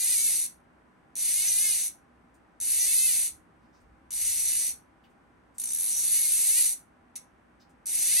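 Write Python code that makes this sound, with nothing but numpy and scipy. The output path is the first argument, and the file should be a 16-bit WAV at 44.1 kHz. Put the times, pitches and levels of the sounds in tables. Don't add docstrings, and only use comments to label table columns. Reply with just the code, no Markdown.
import sys
import numpy as np
from scipy import signal
from scipy.fft import rfft, irfft, next_fast_len
from scipy.io import wavfile

SR = 44100
rng = np.random.default_rng(int(sys.argv[2]) if len(sys.argv) > 2 else 0)


def to_wav(sig):
    pcm = np.clip(np.atleast_2d(sig), -1, 1) * 32767
    pcm = np.round(pcm).astype(np.int16)
    wavfile.write(sys.argv[1], SR, pcm.T)


N = 361606
TIME = np.arange(N) / SR

# (t/s, f/Hz in teeth per second)
PULL_SPEEDS = [
    [(0, 396.5), (0.05, 410.5), (0.108, 516.1), (0.17, 444.6), (0.24, 453.6), (0.286, 423.4),
     (0.346, 317.8), (0.47, 87.85)],
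    [(1.154, 81.64), (1.202, 189.6), (1.274, 303.9), (1.352, 354.4), (1.432, 371), (1.478, 423.3),
     (1.52, 393.1), (1.644, 434.1), (1.735, 406.5), (1.88, 91.46)],
    [(2.602, 97.8), (2.784, 391.6), (2.85, 396.7), (2.875, 436.4), (2.91, 438.7), (2.95, 510.7),
     (3.056, 525.1), (3.146, 435.1), (3.2, 331), (3.295, 86.5)],
    [(4.106, 79.14), (4.168, 157.6), (4.274, 292.3), (4.434, 212), (4.51, 290.5), (4.63, 281.1),
     (4.676, 186.1), (4.715, 95.1)],
    [(5.582, 64.1), (5.626, 48.88), (5.748, 76.13), (5.84, 92.4), (5.924, 153.3), (5.982, 154.8),
     (6.162, 321.9), (6.348, 290.7), (6.588, 498.9), (6.646, 336.8), (6.692, 213.4), (6.735, 93.1)],
    [(7.857, 90.4), (7.885, 119), (8.107, 515), (8.173, 667.7), (8.2, 668.5)],
]
# (level/dB, brightness/dB, which turns frame and spring down)
PULL_SOUNDS = [(-29, 0.8), (-29, 0.1), (-28.5, 1.46), (-29, .3), (-27, 3.5), (-29, 0.4)]
# (level/dB at the usual speed, dB per octave, wander/dB)
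CLICK_SHARES = [(-12.4, 2.5, 0.73), (-9, -1.2, 1.8), (-8, 1.2, 2.4)]
# (t/s, half length/s, change for frame/dB, spring/dB, wheel/dB)
FLARES = [(.11, .03, 0.5, -1, 5.5), (1.478, .02, 1, 4, -1), (1.678, .06, 2, 1, 0),
          (2.81, 0.012, 2, 5.5, -5), (3.03, .09, 2, -4, 1), (5.811, .08, 1.5, 1, 18),
          (5.98, 0.055, -2.5, 8, 2.5), (6.194, 0.048, 2.5, -1, 4.5), (6.579, .025, 2, 0, 4),
          (8.185, 0.018, 5.5, -3.5, 8.5)]
# (t/s, level/dB)
TOOTH_SLIPS = [(7.156, -44), (7.161, -41)]
# (f/Hz, level/dB, time to fade by 60 dB/s)
FRAME_MODES = [(607, -18, .06), (1987, -1, 0.044), (2173, 0.5, 0.1), (2460, -4.5, 0.02), (2633, -1, 0.056),
               (2885, -8.5, 0.077), (3575, 2.5, 0.05), (4007, -1, 0.034), (4072, 4.5, 0.036),
               (4348, 5.5, 0.017), (4540, -6, 0.016)]
SPRING_MODES = [(5570, -8, 0.026), (5904, 0, 0.036), (6225, -5, 0.036), (6310, 0, 0.023), (6900, 0, 0.011),
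                (7100, -5, 0.0089)]
PAWL_MODES = [(8010, -14.5, 0.0083), (8730, -6.5, 0.0061), (9256, -2, 0.017), (9570, 2.5, 0.0043),
              (10300, 7.5, 0.0045), (10454, 5, 0.0089)]
WHEEL_MODES = [(11400, -0.5, 0.0022), (11015, 2.5, 0.0094), (11200, -13.5, 0.022)]
# (f/Hz, level/dB)
KNOCK_SHAPE = [(150, -37), (450, -30.5), (650, -17), (900, -30), (1300, -28.5), (1650, -12), (2050, -0.5),
               (3100, 1.5), (4300, 4), (5200, 8.5), (6500, 3.5), (9000, 5.5), (12000, -6.5), (15000, -25.5)]
CHATTER_SHAPE = [(300, -41), (1400, -42.5), (2000, -33), (3300, -28.5), (4200, -20.5), (5000, -26.5),
                 (6200, -16.5), (7800, -14.5), (9100, -10), (9600, -13), (10300, 1), (11300, -7),
                 (12600, -22), (14000, -49), (15600, -33.5)]
# (f/Hz, level/dB)
AIR_SHAPE = [(20, -37.5), (40, -11), (60, -7), (90, -6.5), (170, -6), (260, -3), (450, -9.5), (800, -9.5),
             (1500, -11.5), (2200, -19), (4000, -34), (6500, -38), (11000, -36), (15000, -68.5)]
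# (f/Hz, level/dB)
HUM_TONES = [(60, -73.5), (172, -78), (243, -73.5), (320, -74.5), (793, -75), (1000, -77.5)]
# (t/s, level/dB, centre f/Hz, rough length/s)
RUSTLES = [(2.339, -68, 8800, 0.014), (3.612, -83, 5020, .06), (3.724, -72.5, 5400, 0.055),
           (3.80, -74.5, 8650, 0.019), (5.035, -66, 3100, 0.019), (5.09, -78, 9100, 0.023),
           (5.54, -68, 8340, 0.03), (7.597, -63.5, 4790, 0.023), (7.691, -70.5, 8350, 0.015)]
# (peak t/s, level/dB, half length/s)
RUMBLE_SWELLS = [(3.281, -63.5, 0.24), (3.901, -61, .12), (4.274, -62.5, 0.16), (4.501, -67, 0.41)]
# (f/Hz, level/dB of side against middle)
STEREO_WIDTH = [(50, -13), (200, -8.5), (500, -1), (2000, -1.5), (5500, -1), (6200, -8.5), (7400, 5.5),
                (8500, -27), (14000, -6)]
# (f/Hz, phase/turns)
RIGHT_LAG = [(0, 0), (6000, -.03), (7500, -.15), (8300, -.02), (8700, 0), (10250, .5), (11000, .68),
             (11750, .85), (12400, 1)]

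USUAL_HZ, PAWL_DB_PER_OCTAVE = 300, 3.5
WANDER_S = .03
TAKE_UP_DB, LET_GO_DB, SLACK_S = -3.5, -6.5, 0.0073
ROOM_T60_S, EARLY_T60_S = 0.21, 0.061


def undb(db):
    return 10 ** (np.asarray(db) / 20)


def unit(x):
    return x / np.sqrt(np.mean(x ** 2))


def gains(points, size):
    hz, db = np.transpose(points)
    return undb(np.interp(np.log(np.fft.rfftfreq(size, 1 / SR) + 1), np.log(hz), db))


def colour(x, points):
    size = next_fast_len(len(x), real=True)
    return irfft(rfft(x, size) * gains(points, size), size)[:len(x)]


def impulse(points, size=1024):
    cepstrum = irfft(np.log(gains(points, size)))
    cepstrum[1:size // 2] *= 2
    cepstrum[size // 2 + 1:] = 0
    response = irfft(np.exp(rfft(cepstrum)))
    return response / np.linalg.norm(response)


def through(x, response):
    return signal.fftconvolve(x, response)[:N]


def fade(t, t60):
    return np.exp(-np.log(1000) * t / t60)


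def swell(t, peak_s, half_s):
    return np.exp(-((t - peak_s) / half_s) ** 2)


def pulses(times, sizes, count=6):
    index = np.floor(times * SR).astype(int)[:, None] + np.arange(1 - count, count + 1)
    offset = index - times[:, None] * SR
    shape = np.sinc(offset) * np.sinc(offset / count) * ((index >= 0) & (index < N))
    return np.bincount(np.clip(index, 0, N - 1).ravel(), (sizes[:, None] * shape).ravel(), N)


def diffuse(size):
    padded = next_fast_len(size, real=True)
    mid, side = rfft(rng.standard_normal((2, padded)))
    width = gains(STEREO_WIDTH, padded)
    pair = np.array([mid + width * side, mid - width * side]) / np.sqrt(1 + width ** 2)
    return irfft(pair, padded)[:, :size]


def tooth_times(speed):
    s, hz = np.transpose(speed)
    t = np.arange(s[0], s[-1], 1 / SR)
    passed = np.cumsum(np.interp(t, s, hz)) / SR
    drops = np.interp(np.arange(int(passed[-1]) + 1), passed, t)
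    return drops, np.interp(drops, s, hz)


def pawl_drops():
    rows = [np.array([(s, 60, db, -11, -4, -5) for s, db in TOOTH_SLIPS])]
    seat_times = np.arange(0, TIME[-1] + WANDER_S, WANDER_S)
    seating = rng.standard_normal((len(CLICK_SHARES), len(seat_times)))
    for speed, (db, bright_db) in zip(PULL_SPEEDS, PULL_SOUNDS):
        s, hz = tooth_times(speed)
        octaves = np.log2(hz / USUAL_HZ)
        slack = TAKE_UP_DB * np.exp((s[0] - s) / SLACK_S) + LET_GO_DB * np.exp((s - s[-1]) / SLACK_S)
        pawl = db + PAWL_DB_PER_OCTAVE * octaves + slack * (hz < USUAL_HZ)
        shares = np.array([share + slope * octaves + wander * np.interp(s, seat_times, seat)
                           for (share, slope, wander), seat in zip(CLICK_SHARES, seating)])
        flares = sum(np.outer(lifts, swell(s, at, half)) for at, half, *lifts in FLARES)
        frame, spring, wheel = shares + flares
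        rows.append(np.column_stack([s, hz, pawl, frame - bright_db, spring - bright_db, wheel]))
    return np.vstack(rows).T


def ring(modes):
    t = np.arange(SR // 5) / SR
    response = sum((-1) ** k * undb(db) * fade(t, t60) * np.sin(2 * np.pi * hz * t)
                   for k, (hz, db, t60) in enumerate(modes))
    return response / np.linalg.norm(response)


def chatter(s, size, t60=0.0051, rise_s=0.00043):
    t = np.arange(SR // 20) / SR
    burst = (fade(t, t60) * (1 - np.exp(-t / rise_s))) ** 2
    power = np.abs(through(pulses(s, size ** 2), burst / burst.sum()))
    return through(np.sqrt(power) * rng.standard_normal(N), impulse(CHATTER_SHAPE))


def reel(scatter_db=1.26, chatter_db=3, pawl_db=-1.5, spring_db=-1.5, frame_db=-2.56,
         rebound_db=-1, rebound_s=.0028):
    s, hz, db, frame_share_db, spring_share_db, wheel_share_db = pawl_drops()
    late, force, bounce, seat = rng.standard_normal((len(s), 4)).T
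    slow = 1 / (1 + (hz / 260) ** 4)
    surge = np.abs(np.gradient(np.log(hz), s))
    loose = np.clip(slow + surge / 7, .12, 1)
    s = s + .016 * loose * late / hz
    size = undb(db + scatter_db * loose * force) * np.sqrt(SR / hz)
    blows = pulses(s, size * undb(frame_share_db))
    knock = through(blows, impulse(KNOCK_SHAPE))
    frame = undb(frame_db) * through(blows, ring(FRAME_MODES))
    spring = undb(spring_db) * through(pulses(s, size * undb(spring_share_db)), ring(SPRING_MODES))
    rebound = undb(rebound_db) * slow
    contacts = np.concatenate([s + 5e-6 * seat, s + rebound_s * undb(0.52 * bounce)])
    sizes = np.concatenate([size, size * rebound]) / np.tile(np.sqrt(1 + rebound ** 2), 2)
    pawl = undb(pawl_db) * through(pulses(contacts, sizes), ring(PAWL_MODES))
    wheel = through(pulses(contacts, sizes * undb(np.tile(wheel_share_db, 2))), ring(WHEEL_MODES))
    return knock + frame + spring + pawl + wheel + undb(chatter_db) * chatter(contacts, sizes)


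def room_echo(x, direct_db=-4, early_db=-4, late_db=-7, treble_db=-5):
    t = np.arange(SR // 2) / SR
    out = []
    for near, far in zip(diffuse(len(t)), diffuse(len(t))):
        early = near * fade(t, EARLY_T60_S) * (1 - np.exp(-t / .002))
        dull = colour(far, [(5000, 0.0025), (11000, treble_db)])
        late = dull * fade(t, ROOM_T60_S) * (1 - np.exp(-t / 0.0025))
        echoes = undb(early_db) * early / np.linalg.norm(early)
        echoes += undb(late_db) * late / np.linalg.norm(late)
        out.append(undb(direct_db) * x + through(x, echoes))
    return np.array(out)


def room_noise(level_db=-61.5):
    return undb(level_db) * unit(np.array([colour(channel, AIR_SHAPE) for channel in diffuse(N)]))


def appliance_hum(width_hz=8):
    size = next_fast_len(N, real=True)
    f = np.fft.rfftfreq(size, 1 / SR)
    bands = sum(undb(db) * unit(1 / (1 + ((f - hz) / width_hz) ** 2)) for hz, db in HUM_TONES)
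    return irfft(rfft(diffuse(size)) * bands, size)[:, :N]


def rustles(edge_db=-22):
    out = np.zeros(N)
    t = np.arange(SR // 3) / SR
    for s, db, hz, length in RUSTLES:
        age, start = t / (length / 2), int(s * SR)
        brush = unit(colour(rng.standard_normal(len(t)), [(hz / 3, edge_db), (hz, 0), (hz * 2, edge_db)]))
        out[start:start + len(t)] += (undb(db) * age * np.exp(1 - age) * brush)[:N - start]
    return out


def floor_rumble(centre_hz=60):
    shape = [(centre_hz / 2, -22), (centre_hz, 0), (centre_hz * 2, -17), (600, -70)]
    rumble = unit(np.array([colour(channel, shape) for channel in diffuse(N)]))
    swells = sum(undb(db) * swell(TIME, s, half) for s, db, half in RUMBLE_SWELLS)
    return swells * rumble


def scene():
    return room_echo(reel() + rustles()) + room_noise() + floor_rumble() + appliance_hum()


def record(dry, top_hz=15800):
    turns = np.interp(np.fft.rfftfreq(N, 1 / SR), *np.transpose(RIGHT_LAG))
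    right = irfft(rfft(dry[1]) * np.exp(-2j * np.pi * turns), N)
    low_pass = signal.ellip(8, .2, 70, top_hz, fs=SR, output="sos")
    return signal.sosfilt(low_pass, np.array([dry[0], right]))


dry = scene()
out = record(dry)
to_wav(out)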